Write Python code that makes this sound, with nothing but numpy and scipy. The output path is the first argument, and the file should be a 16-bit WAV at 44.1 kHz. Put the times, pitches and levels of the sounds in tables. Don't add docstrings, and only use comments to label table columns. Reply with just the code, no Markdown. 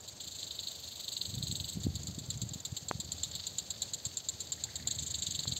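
import sys
import numpy as np
from scipy import signal
from scipy.fft import rfft, irfft, next_fast_len
from scipy.io import wavfile
from scipy.ndimage import uniform_filter1d

SR = 44100
rng = np.random.default_rng(int(sys.argv[2]) if len(sys.argv) > 2 else 0)


def waveform_to_disk(signal):
    frames = np.transpose(np.atleast_2d(signal))
    scaled = np.clip(frames, -1, 1) * 32767
    samples = np.round(scaled).astype(np.int16)
    wavfile.write(sys.argv[1], SR, samples)


def invert_db(x):
    u = np.asarray(x, float) / 20
    return 10 ** u


N = 246508
T = np.arange(N) / SR
PADDED = next_fast_len(N, real=True)

# (time [s], knock level [dB], splash level [dB])
RETURN_AWAY = [(0.2033, -38.5, -45), (0.238, -41, -48), (0.274, -41, -46.5), (0.3885, -47, -44.5),
               (0.4296, -29.5, -47), (0.4691, -43, -49.5), (0.509, -28.5, -45), (0.591, -27, -45),
               (0.6721, -28.5, -44.5), (0.7505, -48, -49.5), (0.835, -45, -49), (0.9969, -49, -45.5),
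               (1.0806, -29, -44.5), (1.1211, -32, -43), (1.167, -25.5, -43.5), (1.2144, -24.5, -44),
               (1.2543, -26, -44.5), (1.295, -57, -46.5), (1.3401, -38, -45), (1.38, -33, -50),
               (1.4263, -28.5, -43), (1.4703, -30.5, -43), (1.5128, -31, -45), (1.554, -29, -43),
               (1.6, -27, -46.5), (1.6436, -27.5, -47.5), (1.6834, -46, -41), (1.7247, -41, -49.5)]
# (time [s], knock level [dB], splash level [dB], treble click level [dB])
RETURN_NEAR = [(4.9115, -31.5, -42.5, -29.5), (4.9501, -51, -45.5, -62), (4.987, -30, -41, -62),
               (5.1444, -27, -40.5, -62), (5.1866, -54, -47.5, -38), (5.2245, -29, -39, -62),
               (5.2674, -28, -40.5, -34), (5.3094, -31, -41.5, -34), (5.35, -31, -39.5, -56),
               (5.3913, -25.5, -42, -62), (5.433, -45, -44, -62), (5.4784, -28, -40.5, -62),
               (5.5221, -27.5, -41.5, -62), (5.5662, -30, -42, -62)]
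# (time [s], knock level [dB], splash level [dB])
FORWARD = [(0.079, -58, -43), (1.8337, -46, -41.5), (1.955, -37, -43.5), (2.0711, -37, -44),
           (2.188, -36, -46.5), (2.303, -31.5, -43.5), (2.417, -31.5, -40.5), (2.5358, -36, -43.5),
           (2.6519, -30.5, -42), (2.767, -37.5, -37.5), (2.885, -32.5, -46), (3.001, -32.5, -42),
           (3.1193, -30.5, -41), (3.234, -29, -38.5), (3.352, -36, -39), (3.4682, -34, -41),
           (3.5845, -29.5, -36.5), (3.705, -30.5, -40.5), (3.8197, -28.5, -37), (3.9357, -30.5, -37),
           (4.053, -28.5, -38), (4.1706, -30.5, -40), (4.2874, -27.5, -40), (4.404, -33, -39),
           (4.5207, -27.5, -39), (4.6385, -29.5, -42.5), (4.757, -33, -40), (4.873, -28, -39)]
# (time [s], treble over body of the splash [dB])
AIM = [(0, 0), (.5, -4), (.9, -6.5), (1.2, -1), (1.5, 1), (1.85, -2), (2.4, -0.5), (3.1, -3.5), (3.8, -1),
       (4.1, 8), (4.55, 4), (4.85, 3), (5.05, 5.5), (5.35, 0.5), (5.59, 2)]
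# (frequency [Hz], frequency [Hz])
ARM_RING_HZ = (3950, 7350)
# (frequency [Hz], level [dB])
QUICK_TINT = [(1000, -20.5), (3000, 1.5), (4200, 2), (5500, -8.5), (6400, 1.5), (7200, 0.5), (7550, 2.5),
              (7900, 4.5), (9300, 1.5), (11700, -1.5), (12700, -6.5), (14300, 1.5), (15700, -2)]
SLOW_TINT = [(800, -3), (2000, -9), (4000, -0.5), (5600, -9), (7400, -1), (9400, 0), (12000, -1),
             (15000, -1)]
# (frequency [Hz], level [dB])
WHISTLE = [(6800, -1), (7350, -13), (7560, 1), (7760, 4)]
# (frequency [Hz], density [dB per Hz])
WATER = [(700, -28.5), (2600, -21.5), (3700, -4), (4200, -1.5), (5300, -3), (5900, -7), (7500, 3.5),
         (8500, -18.5), (9500, -19.5), (10400, -16), (11700, -15.5), (12400, -18.5), (14200, -20),
         (15700, -22.5)]
# (frequency [Hz], frequency [Hz])
SPLIT_HZ = (5500, 10000)
# (time [s], low level [dB], high level [dB])
FAR_HEADS = [(0.005, -68, -49), (1.458, -61, -53), (1.8022, -54, -48), (1.901, -54, -66),
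             (2.0003, -53, -61), (2.11, -52, -49), (2.24, -50, -64), (2.34, -49, -56), (2.51, -50, -70),
             (3.046, -50, -45), (3.181, -52, -46), (3.3136, -43.5, -44), (3.397, -39.5, -59),
             (3.4395, -44, -61), (3.5313, -55, -56), (3.761, -47.5, -64), (3.855, -55, -59),
             (3.985, -52, -58), (4.111, -48.5, -65), (4.2, -45, -55), (4.2467, -48, -52), (4.337, -53, -64),
             (4.4707, -49, -49), (4.601, -50, -57)]
# (time [s], level [dB])
SPRAY = [(0, -59), (.17, -68), (.45, -54.5), (1.54, -57), (1.87, -56.5), (2.79, -59.5), (3.39, -50.5),
         (3.7, -56), (4.84, -55), (5.08, -54), (5.59, -49.5)]
# (level at middling spray [dB], share of its change [1])
SPRAY_BANDS = [
    (-57, 0.97),
    (-62.5, 1.1),
    (-69.5, 0.33),
]
# (time [s], peak level [dB], ring [Hz], push 1 or pull -1)
POPS = [
    (2.91251, -13.3, 1000, -1),
    (5.4553, -30.5, 1000, 1),
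]
# (time [s], level [dB], frequency [Hz])
DRIPS = [
    (4.581, -54, 1790),
    (4.69, -49.5, 1790),
    (4.74, -56, 1780),
    (4.80, -50, 2040),
    (4.85, -56, 1950),
    (4.87, -46.5, 780),
    (4.885, -57, 1720),
    (4.9, -55, 1910),
    (4.657, -48.5, 830),
]
# (time [s], level [dB])
WIND = [(0, -64), (.14, -61), (.76, -66), (1.22, -60.5), (1.3, -49), (1.52, -47.5), (1.7, -54), (1.8, -43),
        (1.95, -48), (2.45, -48), (2.62, -58), (2.9, -57.5), (3.2, -52), (3.5, -59), (4.39, -62),
        (4.95, -51), (5.4, -53), (5.5, -50)]
# (frequency [Hz], density [dB per Hz])
RUMBLE = [(25, -22), (50, -3), (80, -2.5), (150, -7.5), (210, -12.5), (400, -64)]
UPPER_RUMBLE = [(100, -19), (200, -2.5), (300, -3.5), (500, -18), (900, -37.5)]
# (time [s], peak level [dB], frequency [Hz], push 1 or pull -1)
PUFFS = [(1.347, -35, 137, 1), (1.3763, -30, 110, -1), (1.388, -35.5, 136, 1), (1.4385, -31, 117, -1),
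         (1.5273, -32.5, 147, -1), (1.611, -34, 101, 1), (1.7594, -34.5, 102, -1), (1.7733, -28, 164, 1),
         (1.854, -27, 108, -1), (1.8685, -21.5, 212, 1), (1.886, -28.5, 77, -1), (1.968, -35, 114, -1),
         (2.0884, -33, 117, 1), (2.099, -35.5, 141, 1), (2.183, -32, 177, 1), (2.3586, -40, 115, -1),
         (2.424, -33, 134, 1), (2.4372, -30, 114, -1), (2.4676, -36, 106, 1), (2.5597, -36, 168, 1),
         (2.7279, -31, 110, -1), (2.956, -32.5, 121, 1), (2.9968, -38, 154, 1), (3.092, -41, 130, -1),
         (4.0683, -36.5, 110, -1), (4.3499, -42, 99, -1), (5.0264, -37.5, 153, -1), (5.4776, -32.5, 116, 1),
         (5.5011, -34.5, 124, 1), (5.5264, -35.5, 110, 1)]
# (frequency [Hz], density [dB per Hz])
FIELD = [(18, -26), (30, 3), (64, 3), (95, 4), (154, -6), (297, -8), (618, -5.5), (1140, -15.5),
         (1820, -18), (2430, -23), (3000, -21.5), (3900, -14.5), (6600, -120)]
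# (frequency [Hz], density [dB per Hz])
MIST = [(1500, -21.5), (2500, -10.5), (5500, 6), (9000, -1), (11000, -12), (16000, -52)]
# (time [s], level [dB])
PATTER = [
    (0, -83),
    (4.45, -75),
    (4.7, -67.5),
    (5.59, -68),
]
# (frequency [Hz], ..)
EDGES_HZ = (4800, 6100, 7650, 8550, 11560, 15800)
# (step [dB], ..)
STEPS_DB = (-11.5, 10, -4.5, -15.5, 16.5, -41)
# (from [Hz], to [Hz], depth under the resonance [dB])
WEAK_BANDS = [
    (9100, 9650, 36.5),
    (9650, 10400, 39.5),
]


def near_head():
    away_rows = quick_swings(RETURN_AWAY, soft_click_db=-65)
    near_rows = quick_swings(RETURN_NEAR, soft_click_db=-48)
    s, knock_db, splash_db = np.transpose(FORWARD)
    slow_rows = water_rows(s, knock_db - 5.5, knock_db, splash_db)
    away = sweep(away_rows, lead_s=[.007, .003, .005], length_s=0.029, skew=0.8,
                 rise_s=0.0024, fall_s=0.002, fizz_db=-29, tail_db=-4.0, tail_s=0.014)
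    near = sweep(near_rows, lead_s=[.007, .005, .006], length_s=0.028, skew=0.74,
                 rise_s=0.0014, fall_s=0.0015, fizz_db=-29, tail_db=-15.0, tail_s=0.016)
    slow = sweep(slow_rows, lead_s=[.0015, .0012, .0013], length_s=0.025, skew=0.44,
                 rise_s=0.00061, fall_s=0.003, fizz_db=-26, tail_db=-20, tail_s=0.04)

    knock_noise, splash_noise = three_bands(), grainy_water()
    rattle = knock_noise * invert_db([[-9], [.1], [.1]])
    behind = (np.sqrt(away[0]) * rattle + np.sqrt(away[1]) * splash_noise).sum(0)
    front = (np.sqrt(near[0]) * rattle + np.sqrt(near[1]) * splash_noise).sum(0)
    forth = (np.sqrt(slow[0]) * knock_noise + np.sqrt(slow[1]) * splash_noise).sum(0)
    whistle_from_s, whistle_full_s = 0.37, 1.65
    turned = np.clip((T - whistle_from_s) / (whistle_full_s - whistle_from_s), 0, 1)
    back = turned * coloured(behind, WHISTLE) + (1 - turned) * invert_db(-1.5) * behind + front
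    water = coloured(back, QUICK_TINT) + coloured(forth, SLOW_TINT)

    low_hz, high_hz = ARM_RING_HZ
    back_rows, forth_rows = np.vstack([away_rows, near_rows]).T, slow_rows.T
    rings = arm_rings(back_rows[0], back_rows[1] + 0.82, low_hz, lag_s=0.001532, width_s=0.00068)
    rings += arm_rings(forth_rows[0], forth_rows[2] + 0.5, high_hz, lag_s=.0016, width_s=0.00067)
    return coloured(water, WATER) + rings


def quick_swings(blows, soft_click_db):
    swing_s, soft_knock_db, soft_splash_db = .041, -52, -2.5
    s, knock_db, splash_db, *click_db = np.transpose(blows)
    hard = np.append(0, np.cumsum(np.round(np.diff(s) / swing_s))).astype(int)
    k = np.arange(hard[-1] + 1)
    low = np.full(len(k), soft_knock_db, float)
    high = np.full(len(k), soft_click_db, float)
    low[hard] = knock_db
    high[hard] = click_db[0] if click_db else soft_click_db
    splash = np.interp(k, hard, splash_db) + soft_splash_db * ~np.isin(k, hard)
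    return water_rows(np.interp(k, hard, s), low, high, splash)


def water_rows(s, low_db, high_db, splash_db):
    tilt = np.interp(s, *np.transpose(AIM))
    fizz = -58 + 0.43 * (splash_db + 43.5) - 0.27 * tilt
    return np.transpose([s, low_db + 0 * s, high_db + 0 * s, splash_db - tilt / 2, splash_db + tilt / 2, fizz])


def sweep(rows, lead_s, length_s, skew, rise_s, fall_s, fizz_db, tail_db, tail_s):
    s, low, high, *splash = np.transpose(rows)
    t = np.arange(4000) / SR
    knock = (1 - np.exp(-t / rise_s)) * np.exp(-t / fall_s)
    knocks = train(s, [low, high, high + fizz_db], knock / knock.max(), lead_s=0.00087)
    tail = invert_db(tail_db) ** 2 * (1 - np.exp(-t / .008)) * np.exp(-t / tail_s)
    splashes = train(s, splash, hump(length_s, skew), lead_s) + train(s, splash, tail)
    return knocks, splashes


def hump(length_s, skew):
    return np.sin(np.pi * np.linspace(0, 1, round(length_s * SR)) ** skew) ** 2


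def arm_rings(times, levels_db, ring_hz, lag_s, width_s):
    out, t = np.zeros(N + 400), np.arange(400) / SR
    shape = np.exp(-((t - t.mean()) / width_s) ** 2)
    for s, db, (detune, phase) in zip(times, levels_db, rng.standard_normal((len(times), 2))):
        ring = np.sin(2 * np.pi * ring_hz * (1 + .03 * detune) * t + 2 * phase)
        start = round((s + lag_s - t.mean()) * SR)
        out[start:][:400] += invert_db(db) * ring * shape
    return out[:N]


def far_heads():
    s, low, high = far_ticks()
    power = train(s, [low, high, high - 22], hump(0.012, 0.5), 0.00069)
    return coloured((np.sqrt(power) * grainy_water()).sum(0), WATER)


def far_ticks():
    start_s, swing_s, turns_s, fade_db_per_s = 2.0317, .1143, 2.61, -36
    s = np.arange(start_s, 3, swing_s)
    high = -45 + fade_db_per_s * np.maximum(s - turns_s, 0)
    return np.hstack([[s, -53 + 0 * s, high], np.transpose(FAR_HEADS)])


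def spray():
    swell = np.interp(T, *np.transpose(SPRAY)) + 56
    hiss = invert_db(np.array([db + share * swell for db, share in SPRAY_BANDS]))
    lumps = np.array([flicker(depth_db, 0.0043) for depth_db in (3.5, 3.6, 1.2)])
    return coloured((hiss * three_bands() * lumps * flicker(1.0, 0.001)).sum(0), WATER)


def drops():
    out = np.zeros(N)
    for s, db, hz, sign in POPS:
        t = T - s
        load = -.24 * np.exp(np.minimum(t, 0) / .0016) * (t < 0)
        ring = np.sin(2 * np.pi * hz * t) * np.exp(-abs(t) / 0.00041) * (t >= 0)
        out += np.sign(sign) * invert_db(db) * uniform_filter1d(load + ring, size=3)
    for s, db, hz in DRIPS:
        burst = rng.standard_normal(N) * np.exp(-((T - s) / .005) ** 2)
        band = signal.butter(N=2, Wn=[0.87 * hz, 1.09 * hz], btype="band", fs=SR)
        out += invert_db(db + 12.5) * signal.lfilter(*band, burst)
    return out


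def wind():
    wind_db = np.interp(T, *np.transpose(WIND))
    upper_db = -63 + 0.81 * (wind_db + 52.5)
    lumps = flicker(2.1, .012)
    out = invert_db(wind_db) * lumps * evened(coloured(rng.standard_normal(N), RUMBLE))
    out += lumps * invert_db(upper_db) * evened(coloured(rng.standard_normal(N), UPPER_RUMBLE))
    for s, db, hz, sign in list(PUFFS) + small_eddies():
        start = round((s - .03) * SR)
        u = (T[start:][:2600] - s) * hz
        sway = 0.83 * np.cos(2 * np.pi * u) * np.exp(-(u / 0.56) ** 2)
        crest = 0.49 * np.exp(-(u / 0.13) ** 2)
        out[start:][:len(u)] += np.sign(sign) * invert_db(db) * (sway + crest)
    return out


def small_eddies():
    gap_s, over_wind_db, middle_hz = .11, 9.5, 110
    s = np.arange(.1, T[-1] - .2, gap_s)
    late, size, pitch, sign = rng.uniform(-1, 1, (len(s), 4)).T
    s = s + late * gap_s / 2
    db = np.interp(s, *np.transpose(WIND)) + over_wind_db + 5 * size
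    return list(zip(s, db, middle_hz * (1 + .25 * pitch), sign))


def field():
    murmur = invert_db(-58.5) * evened(coloured(rng.standard_normal(N) * flicker(1.0, 0.024), FIELD))
    mist = invert_db(-51) * evened(coloured(rng.standard_normal(N) * flicker(2.75, 0.02), MIST))
    band = signal.butter(N=2, Wn=[1550, 2350], btype="band", fs=SR)
    patter = evened(signal.lfilter(*band, rng.standard_normal(N)))
    return murmur + mist + invert_db(np.interp(T, *np.transpose(PATTER))) * patter


def three_bands():
    z = rfft(rng.standard_normal(N), PADDED)
    part = np.digitize(np.fft.rfftfreq(PADDED, 1 / SR), SPLIT_HZ)
    bands = [irfft(z * (part == k), PADDED)[:N] for k in range(3)]
    return np.array([b / np.std(stepped(coloured(b, WATER))) for b in bands])


def grainy_water():
    return three_bands() * flicker(1.9, 0.0021)


def train(times, levels_db, shape, lead_s=0.):
    spikes = np.zeros((len(levels_db), N))
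    at = np.round((times - np.reshape(lead_s, (-1, 1))) * SR).astype(int)
    row = np.arange(len(spikes))[:, None]
    np.add.at(spikes, (row, np.clip(at, 0, N - 1)), invert_db(np.array(levels_db)) ** 2)
    return abs(signal.oaconvolve(spikes, shape[None], axes=1)[:, :N])


def flicker(depth_db, width_s):
    size = max(round(width_s * SR), 2)
    slow = uniform_filter1d(uniform_filter1d(rng.standard_normal(N), size), size)
    return evened(invert_db(depth_db * evened(slow)))


def evened(x):
    return x / np.sqrt(np.mean(x ** 2) + 1e-20)


def coloured(x, points):
    f, db = np.transpose(points)
    hz = np.fft.rfftfreq(PADDED, 1 / SR)
    return irfft(rfft(x, PADDED) * invert_db(np.interp(np.log(hz + 1), np.log(f), db)), PADDED)[:N]


def scene():
    return (near_head() + far_heads() + spray() + drops() + wind() + field())[None]


def stepped(x):
    hz = np.fft.rfftfreq(PADDED, 1 / SR)
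    db = sum(step * (1 + np.tanh((hz - edge) / 30)) / 2 for edge, step in zip(EDGES_HZ, STEPS_DB))
    return irfft(rfft(x, PADDED) * invert_db(db), PADDED)[:N]


def masked(x):
    hz, t, z = signal.stft(x, SR, nperseg=1024, noverlap=768)
    power = uniform_filter1d(abs(z) ** 2, size=7, axis=1)
    loud = power[(hz > 6500) & (hz < 7600)].mean(0)
    for lo_hz, hi_hz, depth_db in WEAK_BANDS:
        band = (hz > lo_hz) & (hz <= hi_hz)
        z[band] *= power[band].mean(0) > loud * invert_db(-depth_db) ** 2
    return signal.istft(z, SR, nperseg=1024, noverlap=768)[1][:N]


def low_pass(x):
    return signal.sosfilt(signal.butter(12, 16340, fs=SR, output="sos"), x)


def record(dry):
    low_cut = coloured(dry[0], [(20, -25), (40, -20.5), (62, -9.5), (75, 1.0)])
    mix = masked(stepped(low_cut))[None]
    return low_pass(mix)


dry = scene()
out = record(dry)
waveform_to_disk(out)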